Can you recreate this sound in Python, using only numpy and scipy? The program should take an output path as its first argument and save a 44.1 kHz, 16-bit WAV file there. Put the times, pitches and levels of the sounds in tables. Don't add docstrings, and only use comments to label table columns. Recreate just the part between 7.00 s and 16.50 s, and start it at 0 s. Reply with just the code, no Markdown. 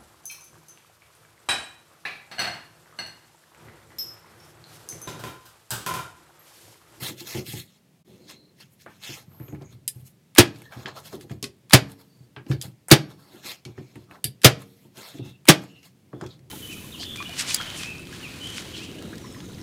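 import sys
import numpy as np
from scipy import signal
from scipy.fft import rfft, irfft, next_fast_len
from scipy.io import wavfile
from scipy.ndimage import uniform_filter1d

SR = 44100
rng = np.random.default_rng(int(sys.argv[2]) if len(sys.argv) > 2 else 0)


def transcribe(signal):
    frames = np.atleast_2d(signal).T
    limited = np.clip(frames, -1, 1)
    pcm = np.round(limited * 32767).astype(np.int16)
    wavfile.write(sys.argv[1], SR, pcm)


def magnitude_from_level(level_db):
    exponent = np.asarray(level_db, float) / 20
    return 10 ** exponent


N = 418947
T = np.arange(N) / SR

# t/s, crack level/dB, board boom f/Hz, boom level/dB, level of the board's middle modes/dB
SHOTS = [(3.3831, -0.5, 111.3, -1, 1), (4.7334, -2, 127.9, 2, 0), (5.9137, -1.5, 139.4, 3.5, 0),
         (7.4453, -0.5, 127.3, 2.5, -3.5), (8.4863, -1.5, 157.5, 1, -1.5)]
# t/s, level/dB, level of the upper modes against it/dB
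KNOCKS = [(0.019, -25.5, -8.5), (0.088, -31, 0.5), (0.21, -42, 6), (0.348, -19, -3), (0.371, -31, 8.5),
          (0.479, -25, -14), (0.534, -20, -10), (1.86, -45.5, 3), (2.089, -29, -9.5), (2.28, -33, -27),
          (2.401, -25.5, -8), (2.482, -31.5, -3), (2.527, -21, -7.5), (2.613, -28, -7), (2.719, -32, -16),
          (2.958, -29.5, -20), (3.022, -34, -42), (3.765, -24, -12.5), (3.852, -36, 3.5),
          (4.132, -35.5, 10), (4.175, -47, 14.5), (4.24, -40, 4), (4.308, -17, -13), (4.427, -25.5, -1.5),
          (5.204, -39, -12), (5.369, -32.5, -3), (5.462, -41, 6), (5.501, -8.5, -12.5), (5.649, -24, -15),
          (6.335, -46.5, 10.5), (6.45, -45, 6), (6.659, -24.5, -8), (6.779, -27, -4.5),
          (6.958, -28.5, -5.5), (7.106, -41.5, -0.5), (7.248, -20.5, -16), (7.849, -46.5, 3),
          (7.973, -44, 5.5), (8.145, -33.5, -1.5), (8.194, -23.5, -4.5), (8.256, -24, -18),
          (9.135, -27, 0.5), (9.222, -19, -6.5), (9.396, -36.5, -17)]
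# f/Hz, level/dB, t60/s
BOARD = [(131.3, -4.5, 0.1), (219.6, -5, 0.12), (300.5, -2, 0.13), (360.7, -3, 0.19), (402, -9.5, 0.078),
         (482, -10.5, 0.041), (672, -10.5, 0.051), (815, -13, 0.13), (1020, -15, .06), (1250, -14, .06)]


def on_log(table, hz):
    f, v = np.transpose(table)
    return np.interp(np.log(np.maximum(hz, 1)), np.log(f), v)


def unit(x):
    return x / np.sqrt(np.mean(x ** 2))


def peak(x):
    return x / np.max(np.abs(x))


def colour(x, table):
    size = next_fast_len(len(x))
    hz = np.arange(size // 2 + 1) * SR / size
    return irfft(rfft(x, size) * magnitude_from_level(on_log(table, hz)), size)[:len(x)]


def band(x, lo_hz, hi_hz):
    edges_hz = [lo_hz, min(hi_hz, .45 * SR)]
    return signal.sosfilt(signal.butter(2, edges_hz, "band", fs=SR, output="sos"), x)


def fade(t, t60):
    return np.exp(-np.log(1000) * t / t60)


def ring(modes, t, phase=0):
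    f, db, t60 = np.transpose(modes)[:, :, None]
    return np.sum(magnitude_from_level(db) * fade(t, t60) * np.sin(2 * np.pi * f * t + phase), axis=0)


def struck(modes, t, spread):
    draw = rng.standard_normal((len(modes), 2))
    moved = [(f * (1 + spread * shift), db + 2.5 * weight, t60)
             for (f, db, t60), (shift, weight) in zip(modes, draw)]
    return ring(moved, t, rng.uniform(0, 2 * np.pi, (len(modes), 1)))


def dying(length_s, t60s, table):
    t = T[:int(length_s * SR)]
    centres_hz = 60 * np.sqrt(2) ** np.arange(17)
    noise = rng.standard_normal((len(centres_hz), len(t)))
    total = np.zeros(len(t))
    for hz, n in zip(centres_hz, noise):
        decaying = n * fade(t, on_log(t60s, hz))
        total += magnitude_from_level(on_log(table, hz)) * band(decaying, hz / np.sqrt(2), hz * np.sqrt(2))
    return total


def walk(hold):
    steps = np.repeat(rng.standard_normal(N // hold + 1), hold)[:N]
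    return uniform_filter1d(steps, size=hold)


def hump(start_s, held_s, rise_db_s, fall_db_s):
    before_s = np.maximum(start_s - T, 0)
    after_s = np.maximum(T - start_s - held_s, 0)
    return magnitude_from_level(-rise_db_s * before_s - fall_db_s * after_s)


def add(out, s, x):
    i = int(s * SR)
    out[i:i + len(x)] += x[:N - i]


def shop_hum():
    # f/Hz, relative level per Hz/dB
    spectrum = [(18, -64), (30, -25), (95, -5), (169, 4), (326, -8), (981, -20.5), (1180, -22),
                (1450, -23.5), (1990, -21), (6480, -26.5), (15800, -30.5)]
    return magnitude_from_level(-61) * unit(colour(rng.standard_normal(N), spectrum))


def rumble():
    # t/s, shaking level/dB, upper modes against the lowest/dB
    handling = [(0, -59, 7.5), (0.65, -55, -8), (0.689, -84, -6), (1.04, -84, -12), (1.08, -67, 15),
                (1.35, -68.5, 11.5), (1.75, -64, -14), (2.75, -53, -14), (3.3, -66, -15), (4.3, -50, -7.5),
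                (4.57, -66, -3), (5.45, -62.5, -6), (5.78, -64.5, -13.5), (6.499, -67, 9),
                (6.6, -74.5, 4.5), (6.999, -56, -5.5), (7.2, -68.5, 2), (9.05, -62, -8.5), (9.5, -54, -6)]
    s, db, upper_db = np.transpose(handling)
    power = magnitude_from_level(np.array([np.interp(T, s, db), np.interp(T, s, db + upper_db)])) ** 2
    rise_db_s = 3000
    for s, db, upper_db in KNOCKS:
        gains = magnitude_from_level(db + np.array([[-17.5], [-16 + upper_db]]))
        power = power + (gains * hump(s, .037, rise_db_s, fall_db_s=300)) ** 2
    for s, *_ in SHOTS:
        gains = magnitude_from_level(np.array([[-44.5], [-48.5]]))
        power = power + (gains * hump(s, .1, rise_db_s, fall_db_s=127)) ** 2
    low, upper = np.sqrt(power)
    t = T[:9000]

    def shake(modes):
        response = ring(modes, t) * fade(t, 0.18)
        return unit(signal.fftconvolve(rng.standard_normal(N), response)[:N])

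    return low * shake(BOARD[:1]) + upper * shake(BOARD[1:6])


def knocks():
    out, t = np.zeros(N), T[:int(.25 * SR)]
    for s, db, upper_db in KNOCKS:
        lowest = ring(BOARD[:1], t)
        upper = peak(struck(BOARD[1:8], t, 0.098))
        push = 1 - fade(t, .018)
        add(out, s, magnitude_from_level(db) * (lowest + magnitude_from_level(upper_db) * upper) * push)
    return out


def grit():
    noise = rng.standard_normal(N)
    size_db = 3.0 * np.minimum(rng.exponential(size=N), 6)
    pressure_db = 0.97 * walk(hold=300)
    return noise * magnitude_from_level(size_db + pressure_db)


def patchy(x, lo_hz, count):
    centres_hz = lo_hz * 2 ** (np.arange(count) / 3)
    return sum(magnitude_from_level(.9 * walk(hold=1100)) * band(x, f, f * np.sqrt(2)) for f in centres_hz)


def strokes():
    # full pressure from t/s, held/s, scrape level/dB,
    # fine hiss against the scrape/dB, wooden body against the scrape/dB
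    passes = [(0.028, 0.059, -35.5, -3.5, -10), (0.198, 0.0088, -41.5, -4.5, -19),
              (0.273, .12, -40, -5.5, -11.5), (0.472, .13, -42.5, -1.5, -22), (0.66, 0.11, -65.5, -9, -13),
              (1.08, .19, -67, -5.5, -13), (1.135, 0.016, -65, -13, -12), (1.3, 0.011, -43, -13.5, -12.5),
              (1.609, 0.0044, -49.5, -9.5, -24), (1.72, 0.018, -75, 10, -5), (1.814, 0.0053, -55, -5, -22),
              (1.9, 0.072, -61.5, -7, -5), (2.04, 0.11, -41, -10, -14), (2.169, 0.03, -50.5, -5.5, -3),
              (2.31, 0.25, -70.5, -1.4, 7.5), (2.618, 0.0083, -64, -4, 11.5), (2.712, 0.022, -61, -6.5, -8),
              (2.95, 0.061, -68.5, 5, -8), (3.068, 0.005, -60.5, 7.5, -16), (3.55, .11, -60, -6, -2),
              (3.725, 0.11, -53.5, -8, 2.5), (3.879, 0.01, -45.5, -22.5, 6),
              (3.97, 0.019, -46.5, -7.5, 2.5), (4.06, 0.016, -45.5, -5, -8.5),
              (4.13, 0.016, -48.5, -5.5, -2.5), (4.214, .015, -57.5, -2, -9.5), (4.312, .011, -55, -7, -6),
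              (4.9, 0.021, -56, -3.5, -0.5), (5.0, .015, -58.5, -3, -1), (5.05, .2, -74, -2, -3.5),
              (5.51, 0.011, -46.5, -7, -1.5), (5.643, 0.0042, -45, -3, -4), (6.1, 0.019, -57, -8, -1.5),
              (6.19, 0.15, -63, -4.5, 0), (6.33, 0.066, -56.5, -7, -4), (6.458, 0.058, -37, -9.5, -10.5),
              (6.68, 0.028, -62, -11.5, -1), (6.784, 0.0072, -55.5, -17, -0.5),
              (6.82, 0.22, -64, -10.5, -6), (7.116, 0.047, -60.5, -7.5, 8.5),
              (7.6, 0.025, -55.5, -5.5, -2.5), (7.67, .2, -68, -0.2, -9.5), (7.976, 0.12, -47, -6, -4),
              (8.12, 0.059, -52.5, -9, -7.5), (8.25, 0.048, -55.5, -7.5, -4), (8.62, 0.022, -55, -8, 1),
              (8.68, 0.12, -65, -12.5, -9.5), (8.85, .011, -54, -5, -8), (9.13, 0.083, -72, -6, 6),
              (9.235, 0.0059, -53, -14.5, 9.5), (9.24, .1, -62, -12, -2.9)]
    # f/Hz, relative level per Hz/dB
    scrape = [(820, -40.5), (1400, -10), (2010, 0.5), (2200, -0.5), (4140, 1), (5880, -5.5), (7000, -7.5),
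              (9100, -25.5), (15400, -120)]
    grains = patchy(grit(), 400, count=16)
    rough = unit(colour(grains, [(900, -40.5)] + scrape[:-1] + [(9000, -35)]))
    hiss = unit(band(grains, 6000, 14000))
    body = unit(band(grains, 600, 1500))
    power = np.zeros((3, N))
    for s, held_s, db, hiss_db, body_db in passes:
        gains = magnitude_from_level(db + np.array([[0], [hiss_db], [body_db]]))
        power += (gains * hump(s, held_s, rise_db_s=554, fall_db_s=378.5)) ** 2
    return np.sum(np.sqrt(power) * np.array([rough, hiss, body]), axis=0)


def level_dip():
    return 1 - .93 * hump(1.032, .014, rise_db_s=900, fall_db_s=2700)


def squeaks():
    # start t/s, end t/s, centre f/Hz, width/Hz, level before swell and slips/dB
    rubs = [(1.177, 1.552, 4150, 247, -63), (2.246, 2.59, 12800, 900, -59), (2.442, 2.565, 6600, 500, -65),
            (2.626, 2.744, 6600, 500, -64.5), (2.356, 2.77, 2200, 400, -69),
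            (3.59, 3.738, 1750, 148, -58.5), (5.049, 5.297, 4570, 200, -70.5),
            (6.103, 6.396, 4470, 199, -70), (6.661, 6.973, 2300, 200, -69), (8.125, 8.38, 3590, 504, -58),
            (8.142, 8.404, 2700, 150, -62.5), (8.651, 8.881, 2800, 248, -60), (9.1, 9.38, 3400, 250, -63.5),
            (9.28, 9.374, 3980, 900, -59.5)]
    out = np.zeros(N)
    for t0, t1, hz, width, db in rubs:
        swell = np.hanning(int((t1 - t0) * SR)) ** .5
        held = np.repeat(rng.standard_normal(40), 900)[:len(swell)]
        slips = uniform_filter1d(held, size=600)
        tone = unit(band(rng.standard_normal(len(swell)), hz - width / 2, hz + width / 2))
        add(out, t0, magnitude_from_level(db + 3.2 * slips) * swell * tone)
    return out


def casing(t):
    # f/Hz, level/dB
    body_modes = [(1600, -3), (1733, -1), (2215, 1), (2450, -0.5), (3180, -3), (3460, -4), (3910, -6.5),
                  (4300, -1.5), (4713, 6.5), (5300, -2)]
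    t60_s = .04
    return struck([(f, db, t60_s) for f, db in body_modes], t, 0.024)


def ticks():
    # t/s, level/dB, centre f/Hz, rattle t60/s, 7.4-12 kHz sparkle/dB
    contacts = [(1.601, -49, 700, 0.14, -3), (1.862, -31.5, 945, 0.22, -25), (2.316, -54, 1250, .15, -25),
                (2.399, -44, 1250, 0.34, -14), (2.482, -42, 1250, 0.1, -16), (2.525, -48, 1250, 0.081, -25),
                (2.548, -41, 1250, .1, -20), (2.612, -51, 1250, .12, -25), (2.621, -44, 4000, 0.05, -9),
                (2.878, -15.5, 5540, 0.096, 5), (3.350, -35.5, 2500, .05, 6.5),
                (3.361, -22.5, 1730, 0.065, -12), (3.559, -39.5, 2650, 0.088, -22.5),
                (3.586, -47.5, 5990, .04, -3), (3.619, -38.5, 1250, 0.039, -1),
                (3.723, -34, 1054, 0.32, -20), (3.736, -41.5, 4000, .05, -10),
                (3.803, -41.5, 2600, .05, -12), (3.858, -20.5, 2110, 0.17, -34),
                (3.882, -42.5, 7000, .05, -8), (4.0, -46.5, 7010, .05, 2), (4.128, -36, 724, 0.084, -18),
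                (4.153, -46, 5000, 0.038, 4), (4.21, -37.5, 2960, 0.076, -4),
                (4.296, -38.5, 1460, 0.18, -16.5), (4.315, -41, 2604, .07, -12),
                (4.427, -17, 5350, 0.099, -18.5), (4.441, -20.5, 3180, 0.13, -6.5),
                (4.697, -34, 2520, .05, 2), (4.708, -22.5, 1990, 0.1, -11), (4.918, -46, 6020, 0.051, 6),
                (5.363, -31.5, 1360, 0.16, -33.5), (5.465, -42, 2230, 0.094, -15),
                (5.514, -25, 2440, 0.14, -24), (5.523, -34, 2500, .08, -14),
                (5.614, -19.5, 5300, 0.071, -13), (5.623, -27, 5970, .08, 0.1), (5.884, -31.5, 900, .08, 9),
                (5.895, -30.5, 1200, .05, -7), (6.109, -44, 790, 0.15, -4.5),
                (6.651, -31, 2950, 0.11, -9.5), (6.778, -36.5, 923, 0.084, -27),
                (6.956, -40, 1292, 0.11, -8), (7.111, -36, 1201, 0.089, -18), (7.155, -44, 1200, .07, -25),
                (7.242, -14, 4880, 0.11, 5.5), (7.417, -34.5, 2500, 0.2, 0), (7.618, -41.5, 843, 0.057, -1),
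                (7.971, -39, 2590, 0.09, -6), (8.14, -42.5, 2000, .06, -15), (8.186, -39, 2500, 0.057, -9),
                (8.454, -36, 1830, 0.051, 1), (8.468, -31.5, 1510, 0.047, -9.5),
                (8.637, -50, 6000, 0.043, 3), (8.83, -45, 3020, 0.095, -9), (9.13, -35.5, 740, 0.11, -34),
                (9.211, -27.5, 851, 0.074, -28.5), (9.212, -32, 4450, .08, -21),
                (9.263, -34.5, 4500, 0.069, -9.5), (9.392, -51.5, 3000, 0.054, -8)]
    out, t = np.zeros(N), T[:int(.25 * SR)]
    for s, db, hz, t60, air_db in contacts:
        snap_and_rattle = fade(t, 0.0092) + magnitude_from_level(-9.0) * fade(t, np.clip(t60, .01, .4))
        rise = 1 - np.exp(-t * hz / 0.28)
        burst = rng.standard_normal(len(t)) * snap_and_rattle * rise
        ringing = signal.fftconvolve(burst, casing(t[:2000]))[:len(t)]
        body = peak(burst) + magnitude_from_level(-16) * peak(ringing)
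        body = band(band(body, hz * .5, hz * 1.9), hz * 0.31, hz * 2.8)
        sparkle = peak(band(burst, 7400, 12000))
        add(out, s, magnitude_from_level(db) * (peak(body) + magnitude_from_level(air_db) * sparkle))
    return out


def plunger(lead_s):
    t = T[:int(lead_s * SR)]
    click = band(rng.standard_normal(len(t)), 2500, 15000) * fade(t, 0.02)
    rush = band(rng.standard_normal(len(t)), 220, 3900) * fade(t[::-1], 0.023)
    return magnitude_from_level(-25) * click + magnitude_from_level(-6) * rush


def crack():
    # f/Hz, relative level per Hz/dB
    spectrum = [(290, -24.5), (500, 9), (958, -6), (1630, 0), (2910, -1), (3520, -2), (4180, 0), (4830, -5),
                (6180, -9.5), (11500, -9), (15800, -18)]
    # f/Hz, t60/s
    decay = [(500, .14), (2000, .12), (5000, 0.089), (15000, 0.064)]
    tilt_db_per_octave = 1.72
    points = [(80, -29.5), (200, 4.5)] + spectrum
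    tilted = [(f, db + tilt_db_per_octave * np.log2(f / 2000)) for f, db in points]
    burst = dying(.4, decay, tilted)
    return burst / np.std(burst[:300])


def shots():
    # f/Hz, level/dB, t60/s
    steel = [(2300, -52, .4), (4450, -55, .4), (5496, -57, .8), (10590, -59, .45), (11360, -56, .5),
             (13360, -56, .35)]
    # f/Hz, level/dB, t60/s
    bench = [(150, -33.5, 0.52), (194, -35.5, .6), (274, -41, 0.91), (450, -44.5, .8)]
    out, t = np.zeros(N), T[:int(.8 * SR)]
    push = np.hanning(int(0.0014 * SR))
    pressed_t60_s = 0.24
    lead_s, boom_lag_s = .011, .006
    for s, db, boom_hz, boom_db, mid_db in SHOTS:
        add(out, s - lead_s, plunger(lead_s))
        add(out, s, magnitude_from_level(db) * crack())
        boom = ring([(boom_hz, boom_db, BOARD[0][2])], t)
        add(out, s + boom_lag_s, boom * (1 - fade(t, 0.016)) * fade(t, 2 * pressed_t60_s))
        mids = struck(BOARD[1:], t, 0.054) * (1 - fade(t, 0.0079)) * fade(t, pressed_t60_s)
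        add(out, s, magnitude_from_level(mid_db) * np.convolve(mids, push / push.sum()))
        add(out, s, struck(steel, t, 0.0036))
        add(out, s, struck(bench, t, .02) * (1 - fade(t, .05)))
        add(out, s, magnitude_from_level(-15) * casing(t))
    return out


def room_tail(dry):
    # f/Hz, t60/s
    decay = [(100, 0.46), (1000, 0.35), (4000, 0.26), (15000, 0.12)]
    room = dying(.6, decay, [(100, 0), (15000, 0.5)])
    return magnitude_from_level(-22.5) * signal.fftconvolve(dry, room / np.linalg.norm(room))[:N]


def scene():
    dry = rumble() + knocks() + strokes() + squeaks() + ticks() + shots()
    return ((dry + room_tail(dry) + shop_hum()) * level_dip())[None]


def top_cut(x):
    return signal.sosfilt(signal.butter(12, 16270, fs=SR, output="sos"), x)


def record(dry):
    cut = signal.sosfilt(signal.butter(4, 75, "high", fs=SR, output="sos"), dry)
    cut = signal.sosfilt(signal.butter(4, 15500, fs=SR, output="sos"), cut)
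    clipped = np.clip(cut, -.97, .97)
    return top_cut(clipped)


dry = scene()
out = record(dry)
transcribe(out)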